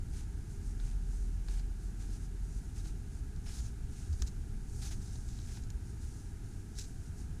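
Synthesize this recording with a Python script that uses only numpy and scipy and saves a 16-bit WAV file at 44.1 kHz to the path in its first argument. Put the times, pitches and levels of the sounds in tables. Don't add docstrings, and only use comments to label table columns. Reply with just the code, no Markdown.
import sys
import numpy as np
from scipy.fft import rfft, irfft, next_fast_len
from scipy.io import wavfile
from scipy.ndimage import map_coordinates

SR = 44100
rng = np.random.default_rng(int(sys.argv[2]) if len(sys.argv) > 2 else 0)


def wav_record(signal):
    frames = np.transpose(np.atleast_2d(signal))
    bounded = np.clip(frames, -1, 1)
    quanta = np.round(bounded * 32767).astype(np.int16)
    wavfile.write(sys.argv[1], SR, quanta)


N = 326340


def amp(db):
    return 10 ** (np.asarray(db) / 20)


def unit(x):
    return x / np.sqrt(np.mean(x ** 2) + 1e-20)


def eq_db(points, hz):
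    point_hz, point_db = np.transpose(points)
    return np.interp(np.log(hz + 1), np.log(point_hz + 1), point_db)


def clock():
    return np.arange(N) / SR


def automation(rows):
    times, *columns = np.transpose(rows)
    return [np.interp(clock(), times, column) for column in columns]


def wobble(rate):
    return map_coordinates(rng.standard_normal(int(N * rate / SR) + 4), [clock() * rate])


def press(start, length, rise, fall):
    age = clock() - start
    attack = np.clip(age / rise + .5, 0, 1)
    return attack * np.exp(-np.maximum(age - length + fall / 2, 0) / fall)


def filtered(x, response):
    size = next_fast_len(N + SR // 2)
    return irfft(rfft(x, size) * response(np.fft.rfftfreq(size, 1 / SR)), size)[:N]


def narrow_noise(centre_hz, half_width_hz):
    white = rng.standard_normal(N)
    return unit(filtered(white, lambda hz: 1 / (1 + ((hz - centre_hz) / half_width_hz) ** 2)))


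# (frequency [Hz], gain [dB])
HOUSING_EQ = [(410, -0.5), (490, -5.5), (560, -15), (660, -4.5), (810, -1), (960, -4.5), (1090, -12),
              (1220, -3), (1690, 2), (1760, -4), (3350, -5.5), (3700, -2.5), (11000, -2.5), (11250, -5)]
def through_housing(x, source_eq):
    return unit(filtered(x, lambda hz: amp(eq_db(source_eq, hz) + eq_db(HOUSING_EQ, hz))))


def noise(source_eq):
    return through_housing(rng.standard_normal(N), source_eq)


def grains(source_eq, rate, spread_db):
    hits = rng.random(N) < rate / SR
    strength = amp(spread_db * np.minimum(rng.standard_exponential(N), 4))
    return through_housing(hits * strength * rng.choice([-1, 1], N), source_eq)


# (frequency [Hz], level [dB])
WHINE_TONES = [(11000, -86), (11050, -88), (12950, -96), (13000, -95)]
# (frequency [Hz], gain [dB])
HISS_EQ = [(600, -23), (2000, -4.5), (4000, -6), (5800, -5), (6700, -1.5), (7600, -4.5), (10500, -6),
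           (12500, -11), (15000, -17)]
def camera_hiss():
    whine = sum(amp(db) * np.sqrt(2) * np.sin(2 * np.pi * (hz * clock() + rng.random()))
                for hz, db in WHINE_TONES)
    return amp(-67.5) * noise(HISS_EQ) + whine


def housing_hum():
    return amp(-71) * narrow_noise(centre_hz=401.7, half_width_hz=8.8)


# (time [s], level [dB])
RUMBLE_LEVELS = [(0.0, -38.5), (1.0, -41.5), (2.3, -41.5), (5.1, -38.5), (6.5, -44.5), (7.4, -41)]
# (frequency [Hz], gain [dB])
RUMBLE_EQ = [(10, -11), (20, -1), (45, 1.5), (78, -2.5), (115, -8.5), (170, -20.5), (400, -61), (900, -110)]
TYRE_EQ = [(60, -18), (120, 1), (190, -0.5), (290, -7), (400, -13), (520, -17.5), (800, -20), (1600, -25),
           (3000, -30), (6000, -51.5)]
def road():
    rumble_db, = automation(RUMBLE_LEVELS)
    rumble = amp(rumble_db) * noise(RUMBLE_EQ)
    tyres = amp(-52.5) * noise(TYRE_EQ)
    return rumble + tyres


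# (time [s], pitch [Hz], level [dB])
DRONING_ENGINE = [(0.5, 40.02, -45), (0.85, 40.28, -36.5), (1.3, 41.34, -34), (1.7, 41.53, -39.5),
                  (1.95, 42.85, -40.5), (2.25, 43.54, -41), (3.0, 43.7, -40.5)]
PASSING_ENGINE = [(4.8, 127, -55), (5.45, 115, -51), (5.95, 112, -51), (6.3, 104, -53), (6.9, 97, -54)]
def engine(track):
    hz, db = automation(track)
    start, end = track[0][0], track[-1][0]
    fade = press(start, end - start, rise=0.11, fall=0.08)
    firing_tone = np.sqrt(2) * np.sin(2 * np.pi * np.cumsum(hz) / SR)
    return fade * amp(db + wobble(3.8)) * firing_tone


# (time [s], level [dB], pitch [Hz])
CAMERA_JOLTS = [(3.579, -28.5, 56.6), (4.091, -28.5, 75), (4.206, -26.5, 57.6), (6.028, -38, 71)]
def camera_jolts():
    out, t = np.zeros(N + SR), np.arange(SR // 4) / SR
    peak_s = 0.018
    envelope = t / peak_s * np.exp(1 - t / peak_s)
    for start, db, hz in CAMERA_JOLTS:
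        out[round(start * SR):][:len(t)] += amp(db) * envelope * np.sin(2 * np.pi * hz * t)
    return out[:N]


def stroke(middle, length):
    return np.exp(-(2 * (clock() - middle) / length) ** 2)


# (middle time [s], length [s], level [dB])
LIMB_SWINGS = [(0.53, 0.1, -64.5), (0.68, 0.12, -62.5), (1.18, 0.26, -64), (1.85, 0.12, -66.5),
               (2.56, 0.29, -65), (3.16, 0.098, -66), (4.19, 0.33, -65), (4.78, 0.18, -59.5),
               (5.12, 0.7, -63), (5.89, 0.099, -65), (6.15, 0.32, -63.5), (6.53, 0.25, -69),
               (6.85, 0.25, -63.5), (7.05, 0.13, -66)]
# (frequency [Hz], gain [dB])
CLOTH_EQ = [(800, -21), (3000, -19), (4500, -6.5), (6500, 0.5), (7800, -3), (9500, -3), (11000, -13.5),
            (15000, -20.5)]
def clothing():
    brush_db, usual_crust_db, stir_db = -60, -63, -72
    brushes = [(start + length / 2, length + 0.03, brush_db + 0.27 * (crust_db - usual_crust_db))
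               for start, length, crust_db, _ in FOOTFALLS]
    power = amp(stir_db) ** 2
    for middle, length, db in brushes + list(LIMB_SWINGS):
        power += (amp(db) * stroke(middle, length)) ** 2
    flutter = amp(0.59 * wobble(45))
    return np.sqrt(power) * flutter * grains(CLOTH_EQ, rate=9000, spread_db=3.0)


# (time [s], length [s], pitch [Hz], level [dB])
SOLE_SLIPS = [(1.587, 0.014, 4500, -61), (3.465, 0.028, 5200, -57.5), (3.508, 0.022, 5600, -65),
              (3.543, 0.084, 6940, -60), (3.635, 0.034, 6400, -60), (4.858, 0.038, 6130, -56),
              (4.912, 0.02, 6440, -53)]
def snow_squeaks():
    out = np.zeros(N)
    for start, length, pitch_hz, db in SOLE_SLIPS:
        rub = narrow_noise(pitch_hz, half_width_hz=0.07 * pitch_hz)
        out += amp(db) * press(start, length, rise=0.0059, fall=0.0096) * rub
    return out


# (time [s], length [s], level [dB])
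LITTER_CRUSHES = [(4.123, 0.016, -55.5), (4.192, 0.046, -61.5), (4.264, 0.023, -55.5), (5.012, 0.16, -63.5),
                  (5.277, 0.18, -63), (5.62, 0.025, -64.5), (6.752, 0.105, -59.5), (6.779, 0.043, -54.5),
                  (6.789, 0.0074, -52.5)]
# (frequency [Hz], gain [dB])
TWIG_EQ = [(700, -27), (2500, -11.5), (3350, -10), (3800, -6.5), (4600, -6), (6000, -3.5), (7500, -4.5),
           (9000, -16), (11000, -16.5), (15000, -27)]
def litter_crackles():
    load = sum(amp(db) * press(start, length, rise=0.0052, fall=0.0083)
               for start, length, db in LITTER_CRUSHES)
    fractures = grains(TWIG_EQ, rate=4000, spread_db=3)
    return load * amp(wobble(140)) * fractures


# (frequency [Hz], relative level [dB], time to fall 60 dB [s])
TWIG_MODES = [(3930, -3.5, 0.0053), (5260, -1, 0.0059), (5920, 2.5, 0.0048), (6680, -2, 0.01),
              (7500, -7.5, 0.01), (8950, -12, 0.01), (12100, -20, 0.0058)]
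def twig_crack(t):
    ring = np.zeros(len(t))
    for hz, db, t60 in TWIG_MODES:
        decay = amp(db + rng.normal(0, 2.6) - 60 * t / t60)
        detuned_hz = hz * rng.normal(1, 0.018)
        ring += decay * np.sin(2 * np.pi * (detuned_hz * t + rng.random()))
    ring *= 1 - np.exp(-t / 0.00035)
    return ring / np.abs(ring).max()


# (time [s], crack peak [dB], knock relative to crack [dB])
TWIG_BREAKS = [(0.8, -54, 0), (1.485, -46.5, -2), (1.595, -51, -6), (2.856, -49.5, -5), (3.362, -51, -8),
               (4.2215, -26.5, -17), (4.274, -43, -23), (5.1562, -48, -6), (5.289, -48, -13),
               (5.389, -50.5, -1.5), (5.416, -48, -22), (5.4621, -50, -23), (5.5716, -46.5, -4.5),
               (5.6372, -48, -23), (5.703, -41.5, -14), (6.787, -30.5, -23), (6.7955, -37, -28),
               (6.8242, -43, -30)]
# (frequency [Hz], gain [dB])
KNOCK_EQ = [(400, 0), (950, 2.5), (1500, -1), (2400, -7), (4000, 1.5), (8000, -26)]
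def twig_snaps():
    rise_s, tear_decay_s, knock_decay_s = 0.00044, 0.0033, 0.0045
    tear_db = -15
    cracks, t = np.zeros(N + SR), np.arange(SR // 20) / SR
    tearing, knock = np.zeros(N), np.zeros(N)
    for start, db, knock_db in TWIG_BREAKS:
        cracks[round(start * SR):][:len(t)] += amp(db) * twig_crack(t)
        age = clock() - start
        tearing += amp(db + tear_db) * np.exp(-np.maximum(age / tear_decay_s, -age / rise_s))
        knock += amp(db + knock_db) * np.exp(-np.maximum(age / knock_decay_s, -age / rise_s))
    return cracks[:N] + tearing * noise(TWIG_EQ) + knock * noise(KNOCK_EQ)


# (time [s], length [s], crust level [dB], packing level [dB])
FOOTFALLS = [(0.133, 0.087, -64, -66), (0.794, 0.14, -72, -68), (1.476, 0.1, -65, -66),
             (1.574, 0.026, -74, -61.5), (1.994, 0.066, -68, -67.5), (2.095, 0.082, -67, -73),
             (2.214, 0.045, -73, -82), (2.761, 0.047, -62.5, -67), (2.841, 0.062, -65.5, -67),
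             (3.459, 0.058, -61.5, -61), (3.512, 0.093, -56, -68), (3.62, 0.072, -66, -70),
             (3.921, 0.16, -70, -70.5), (4.816, 0.074, -53, -60.5), (4.908, 0.028, -55.5, -58.5),
             (5.468, 0.12, -61.5, -66), (6.01, 0.048, -70, -73), (7.17, 0.061, -71.5, -84)]
# (frequency [Hz], gain [dB])
CRUST_EQ = [(800, -16), (2500, -12), (3300, -6.5), (4000, -5.5), (5200, -4), (6500, -5.5), (8000, -10.5),
            (10000, -11.5), (15000, -22)]
PACKING_EQ = [(250, -39), (700, 8), (1500, 2), (2500, 7), (4000, -0.5), (8000, -57)]
def footsteps():
    crust_gain, packing_gain = np.zeros(N), np.zeros(N)
    for start, length, crust_db, packing_db in FOOTFALLS:
        weight = press(start, length, rise=0.005, fall=0.018)
        crust_gain = np.maximum(crust_gain, amp(crust_db) * weight)
        packing_gain = np.maximum(packing_gain, amp(packing_db) * weight)
    yielding = amp(0.97 * wobble(90))
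    crust = crust_gain * grains(CRUST_EQ, rate=4500, spread_db=1.5)
    packing = packing_gain * grains(PACKING_EQ, rate=3500, spread_db=4.0)
    return yielding * (crust + packing)


def scene():
    walker = footsteps() + snow_squeaks() + litter_crackles() + twig_snaps() + clothing()
    bed = road() + housing_hum() + engine(DRONING_ENGINE) + engine(PASSING_ENGINE) + camera_hiss()
    return (walker + camera_jolts() + bed)[None]


def record(dry):
    top_hz = 15250
    return np.array([filtered(channel, lambda hz: hz < top_hz) for channel in dry])


dry = scene()
out = record(dry)
wav_record(out)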